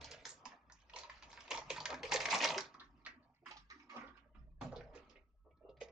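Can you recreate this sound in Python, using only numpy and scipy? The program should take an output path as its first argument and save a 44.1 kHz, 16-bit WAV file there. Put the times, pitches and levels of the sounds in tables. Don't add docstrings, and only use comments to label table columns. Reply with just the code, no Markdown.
import sys
import numpy as np
from scipy import signal
from scipy.fft import rfft, irfft, next_fast_len
from scipy.io import wavfile
from scipy.ndimage import uniform_filter1d, map_coordinates

SR = 44100
rng = np.random.default_rng(int(sys.argv[2]) if len(sys.argv) > 2 else 0)


def invert_db(level):
    return 10 ** (np.asarray(level, dtype=float) / 20)


def dump(signal):
    limited = np.clip(np.atleast_2d(signal).T, -1, 1)
    pcm = np.round(limited * 32767).astype(np.int16)
    wavfile.write(sys.argv[1], SR, pcm)


N = 260659


def unit(x):
    return x / np.sqrt(np.mean(abs(x) ** 2) + 1e-30)


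def along(points, hz):
    f, v = np.transpose(points)
    return np.interp(np.log(hz + 1), np.log(f + 1), v)


def curves(rows, t=np.arange(N) / SR):
    s, *cols = np.transpose(rows)
    return [np.interp(t, s, c) for c in cols]


def wobble(rate_hz):
    knots = rng.standard_normal(int(N * rate_hz / SR) + 4)
    return map_coordinates(knots, [np.arange(N) * rate_hz / SR])


def patchy(shape, bins, frames):
    rough = rng.standard_normal(shape)
    return unit(uniform_filter1d(uniform_filter1d(rough, size=bins, axis=0), size=frames, axis=1))


def filtered(x, response):
    m = next_fast_len(x.shape[-1] + 8192)
    return irfft(rfft(x, m) * response(np.fft.rfftfreq(m, 1 / SR)), m)[..., :x.shape[-1]]


def modes(table, hz):
    total = 0
    for k, (centre_hz, width_hz, db) in enumerate(table):
        damping = 1j * hz * width_hz
        total = total + (-1) ** k * invert_db(db) * damping / (centre_hz ** 2 - hz ** 2 + damping)
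    return total


def swells(s, db, rise_s, fade_s, t):
    s, db, rise_s, fade_s = (np.reshape(v, (-1, 1)) for v in (s, db, rise_s, fade_s))
    slope = np.maximum((s - t) / np.maximum(rise_s, .005), (t - s) / np.maximum(fade_s, .005))
    return invert_db(2 * np.maximum(db - 60 * slope, -130))


def loudness(*events):
    steps = np.arange(0, N, 32)
    return np.interp(np.arange(N), steps, np.sqrt(swells(*events, steps / SR).sum(axis=0)))


# frequency in Hz, left-right likeness 0..1.
LIKENESS = [(60, .85), (150, .95), (400, .97), (850, .92), (1150, .15), (2800, .25), (5000, .5), (9000, .3)]


def spread(pair):
    def mid_side(hz):
        turn = np.arccos(np.clip(along(LIKENESS, hz), -1, 1)) / 2
        return np.array([np.cos(turn), np.sin(turn)])
    mid, side = filtered(pair, mid_side)
    return np.array([mid + side, mid - side])


# time in s, left over right in dB, left hears later in ms, direct sound in dB.
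HANDS = [(0, -3, 0.016, -1), (1, -1.5, 0.054, -1), (2.5, -1.2, 0.011, 3.5), (2.8, -0.5, 0.045, 0),
         (3.1, -4, 0.066, 0), (3.7, -2, 0.19, -1.5), (4.3, -7.5, 0.068, -3.5), (4.7, -4.5, 0.054, -0.5),
         (5.2, -6.5, .03, -3.5), (5.8, -3, 0.011, 1.5)]


def grains(s, hz, cycles, db, size):
    place = rng.standard_normal((len(s), 3))
    pan_db, lag_ms, _ = curves(HANDS, s)
    at = np.clip((s[:, None] * SR).astype(int) + np.arange(size), 0, N - 1).ravel()
    turns = np.arange(size) / SR * hz[:, None]
    attack = 1 - np.exp(-turns / 0.65)
    fade = invert_db(db[:, None] - 26 * turns / cycles[:, None]) * attack * np.sign(place[:, 2:])
    lag_turns = hz[:, None] * (lag_ms[:, None] / 2000 + 1.6e-5 * place[:, 1:2])
    step_db = 1.2 * place[:, :1] + pan_db[:, None] / 2 * np.clip(hz[:, None] / 1200, 0, 1)
    sides = []
    for side in (1, -1):
        wave = fade * invert_db(side * step_db) * np.sin(2 * np.pi * (turns - side * lag_turns))
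        sides.append(np.bincount(at, wave.ravel(), N))
    return np.array(sides)


# frequency in Hz, level in dB per Hz.
FILM = [(710, -36), (1200, -6), (1430, -12), (2180, -5.5), (2360, -6.5), (3790, -9.5), (4700, -8.5),
        (6510, -11.5), (8000, -9), (10400, -53), (17600, -120)]
# start in s, peak in dB, facet in Hz, edge in dB, knock in dB.
FINGERING = [(0.0126, -40.5, 2000, -1, -11), (0.0442, -34, 5540, 1, -10), (.1112, -34.5, 5960, -7, -39),
             (.1145, -37, 2200, 4.5, -20), (.1215, -50.5, 2930, 6, -3), (0.2527, -33, 1980, 2, -8.5),
             (0.4543, -36.5, 2300, 3, 1), (.5187, -44, 1480, -13, 0), (0.6984, -47, 1620, -8, -1.5),
             (0.7214, -39, 6530, -33, -13.5), (.818, -53, 2200, -4, -20), (0.897, -41.5, 2200, -9, -23),
             (.9353, -35.5, 2970, -27, -7.5), (0.9609, -42, 2330, 8.5, 2.5), (0.9867, -33.5, 5070, -1, -29),
             (1.0121, -40, 4320, -5, -8), (1.034, -42, 2190, 1.5, 3.5), (1.045, -50, 2500, -11, 0),
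             (1.0965, -32.5, 2190, -15, -6), (1.224, -43.5, 1870, 1, -4), (1.233, -42, 3000, -7, -6.5),
             (1.3154, -48, 3240, -2, -9), (1.3288, -48, 1750, 6, 6), (1.3745, -37.5, 1990, -30, -10.5),
             (1.4062, -44, 2200, 1, -7.5), (1.4536, -58, 2220, -17, -3), (1.479, -40.5, 2550, -5, -5)]
SQUEEZING = [(1.508, -30.5, 2530, -5, -2), (1.515, -21.5, 2810, -6.5, -20),
             (1.5447, -31.5, 2180, -19, -2.5), (1.5742, -31.5, 2220, 0.5, -1.5),
             (1.614, -43, 1830, -16, 6.5), (1.7017, -24, 2560, -8.5, -10.5), (1.745, -45, 1850, -2, -11),
             (1.7624, -33, 1760, -6.5, -4.5), (1.777, -37.5, 2060, -6.5, 0), (1.8034, -29, 4600, -7, -8),
             (1.8553, -24.5, 2200, 1, -11), (1.9035, -34, 2310, -0.5, -16.5),
             (1.9269, -33.5, 1920, -10.5, 4), (1.942, -33, 2220, -4.5, -5), (2.032, -31, 2130, -6, -6.5),
             (2.0511, -33.5, 2250, -7.5, -12), (2.085, -46.5, 2250, -7.5, -8.5)]
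TEARING = [(2.1113, -36.5, 1960, -8.5, -5.5), (2.1198, -18, 2100, -6, -8),
           (2.127, -27.5, 4000, -14.5, -19.5), (2.1394, -27.5, 2000, -8, 1),
           (2.1455, -31.5, 2380, -7, -1.5), (2.1595, -23, 2230, -2.5, -8), (2.168, -27, 3580, -8.5, -11),
           (2.2043, -26, 2190, -5.5, -5), (2.229, -34, 2570, -12, -12), (2.2554, -20.5, 2270, -3, -13),
           (2.2853, -28.5, 2120, -6, -4.5), (2.3081, -23, 4300, -12.5, -7),
           (2.3267, -21, 2240, -15.5, -2.5), (2.337, -29, 2180, -6.5, 5), (2.3452, -26.5, 2690, -2, -6.5),
           (2.3551, -24, 2080, -2, -4), (2.3877, -27, 5750, -11.5, -14.5),
           (2.4044, -24.5, 2200, -8.5, -10.5), (2.413, -26, 2040, -1.5, -3.5),
           (2.4274, -25.5, 2800, -11, -7), (2.4367, -22.5, 2490, -3, -12), (2.4436, -19, 5500, -4, -12),
           (2.4492, -37, 2130, -12.5, -5), (2.455, -28.5, 4800, -11, -16.5), (2.4751, -27, 2700, -4.5, -13),
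           (2.4885, -26, 4740, -5.5, -9.5), (2.5037, -25.5, 2240, -10, -6.5),
           (2.52, -35, 2300, -9.5, -10.5), (2.5452, -28.5, 2600, -13, -6.5), (2.581, -28, 2040, -7, -1),
           (2.6058, -26, 5070, -8.5, -9.5)]
DISCARDING = [(2.742, -46, 1920, -5, 5), (2.7981, -37.5, 3760, -35, -5.5), (2.81, -42.5, 1690, -24, -3),
              (3.05, -40.5, 4090, -31, -4), (3.063, -26.5, 2110, -11.5, -22.5),
              (3.448, -62.5, 1840, -21, -23), (3.459, -35, 1555, -20, -2), (3.5095, -35, 2490, -4.5, -13),
              (3.5683, -36.5, 4630, -21, -10), (3.7, -43.5, 1980, -2, 1), (3.711, -35, 1950, -14, -11),
              (3.799, -46, 2130, -11, -11), (3.894, -41.5, 1864, -18.5, 2.5), (3.964, -37.5, 2440, -9, -21),
              (3.804, -61, 2950, -15, -12), (4.1728, -48.5, 3086, -16, -17), (4.348, -57, 2460, -30, 5),
              (4.6129, -40.5, 1660, -4.5, -2.5)]
PICKING_UP = [(4.721, -44.5, 1590, -8, 6), (4.7608, -38, 3840, -22, -2), (4.807, -43.5, 1733, -17, -12),
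              (4.9504, -48, 2160, 3.5, 4), (5.0957, -51, 3100, 3, -0.5), (5.1568, -48.5, 2135, -12, -3.5),
              (5.5095, -62, 2313, -15.5, 2), (5.692, -58, 3730, -3, 5), (5.77, -57, 2230, -2, -16),
              (5.571, -64.5, 3920, -21, -17.5), (5.8118, -36.5, 2250, -4, 6),
              (5.8852, -50.5, 2170, -9.5, -9)]
# ring in Hz of what lies under the film (cup, cup, cup, bin, lid).
KNOCKED_HZ = [964, 940, 932, 1157, 500]
# how long edges keep cracking in s; the later, farther handlings crack longer.
VOLLEY_S = [0.005, 0.0042, 0.007, 0.011, 0.024]
FLIP_S = [0.0054, 0.0099, 0.0074, 0.015, 0.013]


def snaps(count=8):
    tables = FINGERING, SQUEEZING, TEARING, DISCARDING, PICKING_UP
    rows = []
    for table, *shared in zip(tables, KNOCKED_HZ, VOLLEY_S, FLIP_S):
        rows += [(*row, *shared) for row in table]
    columns = (np.repeat(c, count) for c in np.transpose(rows))
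    s, peak_db, facet_hz, edge_db, knock_db, knock_hz, volley_s, flip_s = columns
    draw = rng.random((len(s), 5))
    order = np.arange(len(s)) % count
    later = (order + draw[:, 0]) / count * (order > 0)
    db = peak_db + 3.5 - 20 * abs(later - .14) - 4 * draw[:, 1]

    facet_hz = facet_hz * invert_db(6 * (draw[:, 2] - .45) * (.25 + .75 * (order % 2)))
    facet = grains(s + flip_s * later, facet_hz, 3 + 5 * draw[:, 3], db - 2.5, size=240)

    edge_hz = 3300 * (7300 / 3300) ** ((order * 3 % count + draw[:, 4]) / count)
    late_edge = draw[:, 3] ** 1.8
    favoured_hz = np.repeat(3800 + 3000 * draw[::count, 1], count)
    edge_db = edge_db + 0.5 - 8.3 * abs(np.log2(edge_hz / favoured_hz))
    edge_db = peak_db - 8 * late_edge + edge_db + 3 + 0.78 * along(FILM[1:-2], edge_hz)
    edge = grains(s + volley_s * late_edge, edge_hz, 7 + 9 * draw[:, 0], edge_db, size=120)

    knock_s = s + 1.2 * flip_s * later + 0.00086
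    knock_hz = knock_hz * invert_db(1.3 * (draw[:, 3] - .5))
    knock = grains(knock_s, knock_hz, 7 + 8 * draw[:, 2], db + knock_db - 7.0, size=640)
    return facet + edge + knock


# peak in s, level in dB, 60 dB fade in s, brightness in dB per octave.
GRIPS = [(0.01, -54, 1.37, -7.5), (0.25, -52.5, 0.36, 22.5), (0.454, -53.5, 0.3, -8),
         (0.709, -72.5, 9, -0.5), (0.903, -59, -1, -4), (0.961, -45, 0.3, -11.5), (1.097, -58.5, 0.6, -5),
         (1.23, -63, 2.5, 1), (1.329, -61, 5, -8.5), (1.509, -40.5, 0.26, 1), (1.699, -46, 0.44, 2.5),
         (1.855, -54.5, 0.43, -3), (2.033, -47, 0.4, -2), (2.118, -38, 0.33, 1.5), (2.304, -33, 0.4468, 3),
         (2.424, -33, 0.3758, -1.5), (2.203, -40, 0.81, -1.5), (2.581, -36.5, 0.0457, -2),
         (2.609, -57, 0.09, -5.5), (2.799, -71.5, 1.2, -12), (3.064, -68.5, 0.37, -5),
         (3.464, -51, 0.5, -12.5), (3.559, -78, 1.5, 9), (3.705, -63, 0.8, -5), (3.897, -55, 0.68, -15),
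         (3.968, -66, .5, -16), (4.171, -66.5, 0.2, -11), (4.349, -72.5, .5, -13), (4.613, -51.5, 0.33, -9),
         (4.752, -65, 0.89, -13.5), (4.934, -65, 0.96, -10.5), (5.098, -69.5, 0.3, -11.5),
         (5.808, -52, 0.1, 5.5)]
GRIP_RISE_S = 0.017


def crackle(count=8000):
    draw = rng.random((count, 4))
    s, hz = draw[:, 0] * N / SR, 1200 * (7600 / 1200) ** draw[:, 1]
    peak_s, peak_db, fade_s, bright_db = np.transpose(GRIPS)
    power = swells(peak_s, peak_db, GRIP_RISE_S, fade_s, s)
    level_db = 10 * np.log10(power.sum(0))
    bright_db = bright_db @ power / power.sum(0)
    patches = rng.standard_normal((140, 12))
    patch_db = 4 * map_coordinates(patches, [draw[:, 0] * 139, draw[:, 1] * 11])
    clump_db = 6.1 * wobble(40)[(s * SR).astype(int)] + patch_db
    tilt_db = (bright_db + 7.6) * np.log2(hz / 3000)
    db = level_db + 8.0 + tilt_db + along(FILM, hz) + clump_db - 7 * draw[:, 2]
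    return grains(s, hz, 4 + 14 * draw[:, 3] ** 2, db, size=200)


# frequency in Hz, level in dB per Hz.
SIZZLE = [(1100, -38), (1700, -0.5), (2200, 2.5), (3500, -2.5), (5000, -2.5), (6500, -8), (8500, -8.5),
          (11000, -11.5)]


def sizzle():
    peak_s, peak_db, fade_s, _ = np.transpose(GRIPS)
    hz, _, z = signal.stft(rng.standard_normal((2, N)), SR, nperseg=256)
    level_db = along(SIZZLE, hz)[:, None] + 5 * patchy(z.shape[1:], bins=4, frames=6)
    hiss = signal.istft(z * invert_db(level_db), SR, nperseg=256)[1][:, :N]
    side_db = curves(HANDS)[0] / 2 * np.array([[1], [-1]])
    gain = loudness(peak_s, peak_db - 6, GRIP_RISE_S, 1.046 * fade_s)
    return gain * invert_db(side_db) * unit(spread(hiss))


# start in s, peak in dB, ring in Hz.
BUMPS = [(0.104, -48.5, 500), (.255, -53, 408), (.456, -60, 242), (.53, -51, 656), (1.511, -51.5, 284),
         (1.514, -39, 530), (1.58, -41.5, 624), (1.703, -34, 529), (1.706, -53, 312), (1.925, -40, 548),
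         (1.93, -48, 270), (2.119, -41.5, 305), (2.145, -32.5, 526), (2.33, -43, 203), (2.345, -34, 523),
         (2.44, -37.5, 555), (2.494, -37, 669), (2.565, -42.5, 424), (3.53, -52, 835), (3.555, -51.5, 803),
         (3.97, -40, 1233), (4.008, -51, 1230), (4.05, -51, 1240), (4.095, -51.5, 1201),
         (4.612, -48.5, 156), (0.139, -47.5, 598), (2.033, -39, 480), (2.055, -49, 550),
         (2.934, -64.5, 253), (3.157, -62, 258), (3.25, -63, 652), (3.288, -58, 718), (3.419, -59, 367),
         (3.776, -60, 302), (3.962, -43, 245), (4.246, -59, 596), (4.47, -63.5, 620), (4.951, -48, 428),
         (5.147, -55, 441), (3.505, -42, 824), (4.348, -56.5, 243.5), (4.612, -36, 268.7),
         (4.611, -32, 822), (4.623, -37.5, 733), (4.716, -41.5, 618), (4.644, -42.5, 704),
         (4.75, -39.5, 682), (4.778, -46, 455), (5.458, -54.5, 449), (5.477, -61.5, 556), (5.609, -53, 558),
         (5.637, -46.5, 459), (5.688, -47, 476), (.168, -50, 670), (0.116, -49.5, 950), (1.142, -52.5, 950),
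         (4.034, -48, 500), (3.425, -62, 712), (4.169, -57, 1260)]


def bumps(count=4):
    s, peak_db, hz = (np.repeat(c, count) for c in np.transpose(BUMPS))
    draw = rng.random((len(s), 3))
    later_s = 0.013 * draw[:, 0] * (np.arange(len(s)) % count > 0)
    hz = hz * invert_db(1.9 * (draw[:, 1] - .5))
    return grains(s + later_s, hz, 5 + 5 * draw[:, 2], peak_db - 3.0, size=1200)


# centre in Hz, width in Hz, level in dB.
LID = [(455, 230, -5.5), (530, 38, 1), (632, 95, -2.5)]
CUP = [(738, 55, -6.5), (802, 53, -6), (925.6, 25, 1), (1026, 27, -4.5), (1123, 45, -0.5),
       (1260, 100, -3.5)]
TABLE = [(230, 49, -3), (282, 24, 2), (367, 31, -3)]
SUDDEN_S = .012
# peak in s, level in dB, 60 dB rise in s, 60 dB fade in s,
# place (0 lids, 1 cup, 2 table top).
BRUSHES = [(.05, -54.5, 2, -0.5, 0.95), (.13, -61, 5.5, 0.77, 0), (0.462, -57.5, 1.5, 1.2, 0.96),
           (0.975, -52.5, 0.23, 0.57, 0.61), (1.231, -61.5, 0, 6.5, 0.8), (1.516, -42, 0.11, 0.4, 0.73),
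           (1.708, -46, 0.1, 0.33, 0.92), (1.781, -50.5, -2.4, 0.5, 1.05), (1.923, -33.5, 0.15, 0.13, 0.64),
           (2.158, -36.5, 0.35, 0.47, 0.51), (2.215, -43, -0.74, .5, 0.89), (2.29, -37, 0.04, .5, 0.77),
           (2.51, -44, 2.3, 0.55, 0.9), (2.35, -22.5, 0, -1.04, 0.81), (2.429, -35, 0.74, 0.5, 0.77),
           (2.598, -41.5, 3, -1.22, 0.77), (2.745, -57, SUDDEN_S, 0.46, 1.48),
           (2.812, -60, SUDDEN_S, 0.6, 1.4), (2.94, -66, -0.3, 1.5, 1.43),
           (3.071, -58.5, SUDDEN_S, 0.74, 1.03), (3.471, -64, 0.1, 0.5, 1.7), (3.719, -62.5, 0, 3, 1.65),
           (3.97, -43, 0.19, 0.41, 0.96), (4.36, -75.5, 1.5, 2.4, 0.39),
           (4.615, -45.5, SUDDEN_S, 0.46, 0.3), (4.72, -49.5, SUDDEN_S, 0.96, 0.32),
           (4.949, -54.5, 0.2, 0.8, 1.23), (5.45, -64.5, SUDDEN_S, 0.5, 0.72),
           (5.66, -59, 0.06, 0.56, 0.42), (5.81, -52.5, SUDDEN_S, 0.47, 0)]


def rustle():
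    out = 0
    s, db, rise_s, fade_s, place = np.transpose(BRUSHES)
    bodies = (LID, 2.5, 950), (CUP, -3, 3000), (TABLE, -1, 450)  # modes, dB, silent above Hz
    for k, (body, body_db, top_hz) in enumerate(bodies):
        def soft(hz):
            low_cut = (.85 * body[0][0] / (hz + 1)) ** 8
            return modes(body, hz) / (1 + 1j * hz / 1500) ** 2 / (1 + low_cut + (hz / top_hz) ** 8)
        place_loss_db = 11 * (place - k) ** 2
        gain = loudness(s, db + body_db - place_loss_db, rise_s, fade_s)
        taps = (rng.random(N) < 900 / SR) * invert_db(2.5 * wobble(35)) * rng.standard_normal((2, N))
        out = out + gain * invert_db(-5.0) * unit(filtered(taps, soft))
    return spread(out)


# frequency in Hz, t60 in s.
ROOM = [(200, 0.6), (600, 0.026), (950, 0.18), (1500, 0.29), (2200, 0.2), (4000, 0.14), (9000, 0.19)]


def room(x, size=SR // 4):
    out = np.zeros((2, N + SR))
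    for start in range(0, N, size):
        hz, t, z = signal.stft(rng.standard_normal((2, SR // 2)), SR, nperseg=256)
        decay = invert_db(-60 * t / along(ROOM, hz)[:, None])
        tail = spread(signal.istft(z * decay, SR, nperseg=256)[1])
        wet = signal.fftconvolve(x[:, start:start + size], tail / np.linalg.norm(tail[0]), axes=1)
        out[:, start + 90:start + 90 + wet.shape[1]] += wet
    return out[:, :N]


# peak in s, level in dB.
SHIFTS = [(0.0, -62.5), (.71, -69), (.92, -69), (1.12, -70), (1.24, -66.5), (1.68, -66.5), (1.92, -64),
          (2.191, -63), (2.898, -67), (3.11, -75), (3.608, -66.5), (4.08, -66.5), (4.411, -56.5),
          (4.62, -59.5), (4.74, -60), (4.85, -62), (5.199, -72), (5.401, -66.5), (5.71, -67.5), (5.84, -68)]
# peak in s, level in dB, 60 dB rise in s, 60 dB fade in s.
SWAY = [
    (1.501, -80.5, 11, 10),
    (4.382, -53, 0.21, 3.2),
    (4.699, -57, 0.69, 1.05),
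    (5.419, -78, 0.54, .6),
    (5.69, -80, .4, 2.5),
]
# peak in s, level in dB, 60 dB rise in s, 60 dB fade in s.
THUDS = [
    (0.02, -63.5, 0.92, 1.06),
    (1.68, -58.5, 0.29, 3.4),
    (2.33, -59, 0.64, 1.4),
    (3.6, -75.5, 0.71, 0.37),
    (4.439, -63, 0.36, 0.91),
    (4.614, -48, 0.018, 0.7),
    (5.69, -69.5, 0.39, 1.27),
]


def rumble():
    def lumps(events, centre_hz, width_hz, lump_db):
        noise = filtered(rng.standard_normal((2, N)), lambda hz: np.exp(-((hz - centre_hz) / width_hz) ** 2))
        return loudness(*np.transpose(events)) * unit(invert_db(lump_db * wobble(7.6)) * noise)
    chair = lumps(SWAY, 25, 10, 2.5)
    sleeves = lumps(THUDS, 140, 42, 3.5)
    mode_hz = 59 + 10 * np.array([wobble(20), wobble(20)])
    mode = 1.4 * np.sin(2 * np.pi * np.cumsum(mode_hz, axis=1) / SR)
    pumped = loudness(*np.transpose(SHIFTS), 0.41, 1) * mode
    return spread(chair + sleeves + pumped)


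# frequency in Hz, level in dB per Hz.
AIR = [(30, 5), (110, 5.5), (271, -4), (440, -9), (540, -19), (740, -16.5), (950, -6), (1270, -8),
       (1460, -12), (1660, -6.5), (1900, -12.5), (2300, -12.5), (4000, -25.5), (9000, -49), (11700, -78.5),
       (19800, -120)]
# time in s, level in dB.
STIR = [(0, 9.5), (.6, 1.5), (.85, 4), (1.3, 11), (2.7, 1.5), (3, -7.5), (3.2, -1), (3.4, -4.5), (3.6, 1),
        (4.3, 2), (4.55, -5.5), (5, 4), (5.35, -8.5), (5.6, -0.5), (5.91, -1)]
# time in s, level in dB.
WHINE = [(0, -110), (4.6, -105), (5.1, -77), (5.35, -83.5), (5.6, -78), (5.91, -71)]


def background():
    hz, _, z = signal.stft(rng.standard_normal((2, N)), SR, nperseg=1024)
    level_db = along(AIR, hz)[:, None] + 6.5 * patchy(z.shape[1:], bins=3, frames=7)
    air = signal.istft(z * invert_db(level_db), SR, nperseg=1024)[1][:, :N]
    tone = np.sin(2 * np.pi * np.cumsum(1295 + 9 * wobble(60)) / SR)
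    tone = tone * invert_db(curves(WHINE)[0] - 3 + 3 * wobble(25))
    return invert_db(curves(STIR)[0] - 76.5) * unit(spread(air)) + tone


def scene():
    near = snaps() + bumps()
    swarm = crackle() + sizzle()
    brush = rustle()
    wet = room(invert_db(-1.0) * near + invert_db(-3.5) * swarm + invert_db(-6.0) * brush)
    direct = invert_db(curves(HANDS)[2]) * (near + invert_db(-0.5) * swarm)
    tilt = invert_db(np.array([[-.7], [.7]]))
    return direct + brush + tilt * (wet + rumble()) + background()


def low_pass(x):
    return signal.sosfilt(signal.butter(12, 10110, fs=SR, output="sos"), x)


# frequency in Hz, level in dB.
MIC = [(20, -11.5), (45, 0), (6500, -0.5), (7400, -5), (7900, -10), (9500, -14), (10000, -48.5)]
# frequency in Hz, level in dB.
GATE = [(100, -100), (1000, -104), (3000, -108), (6500, -106), (7800, -103)]


def record(dry):
    heard = filtered(dry, lambda hz: invert_db(along(MIC, hz)))
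    hz, _, z = signal.stft(heard, SR, nperseg=512, noverlap=384)
    power = np.mean(abs(z) ** 2, 0)
    power = abs(uniform_filter1d(uniform_filter1d(power, size=3, axis=0), size=5, axis=1))
    keep = (power / (power + invert_db(2 * along(GATE, hz))[:, None])) ** 3.5
    mix = signal.istft(z * np.maximum(keep, invert_db(-10.0)), SR, nperseg=512, noverlap=384)[1][:, :N]
    return low_pass(mix)


dry = scene()
out = record(dry)
dump(out)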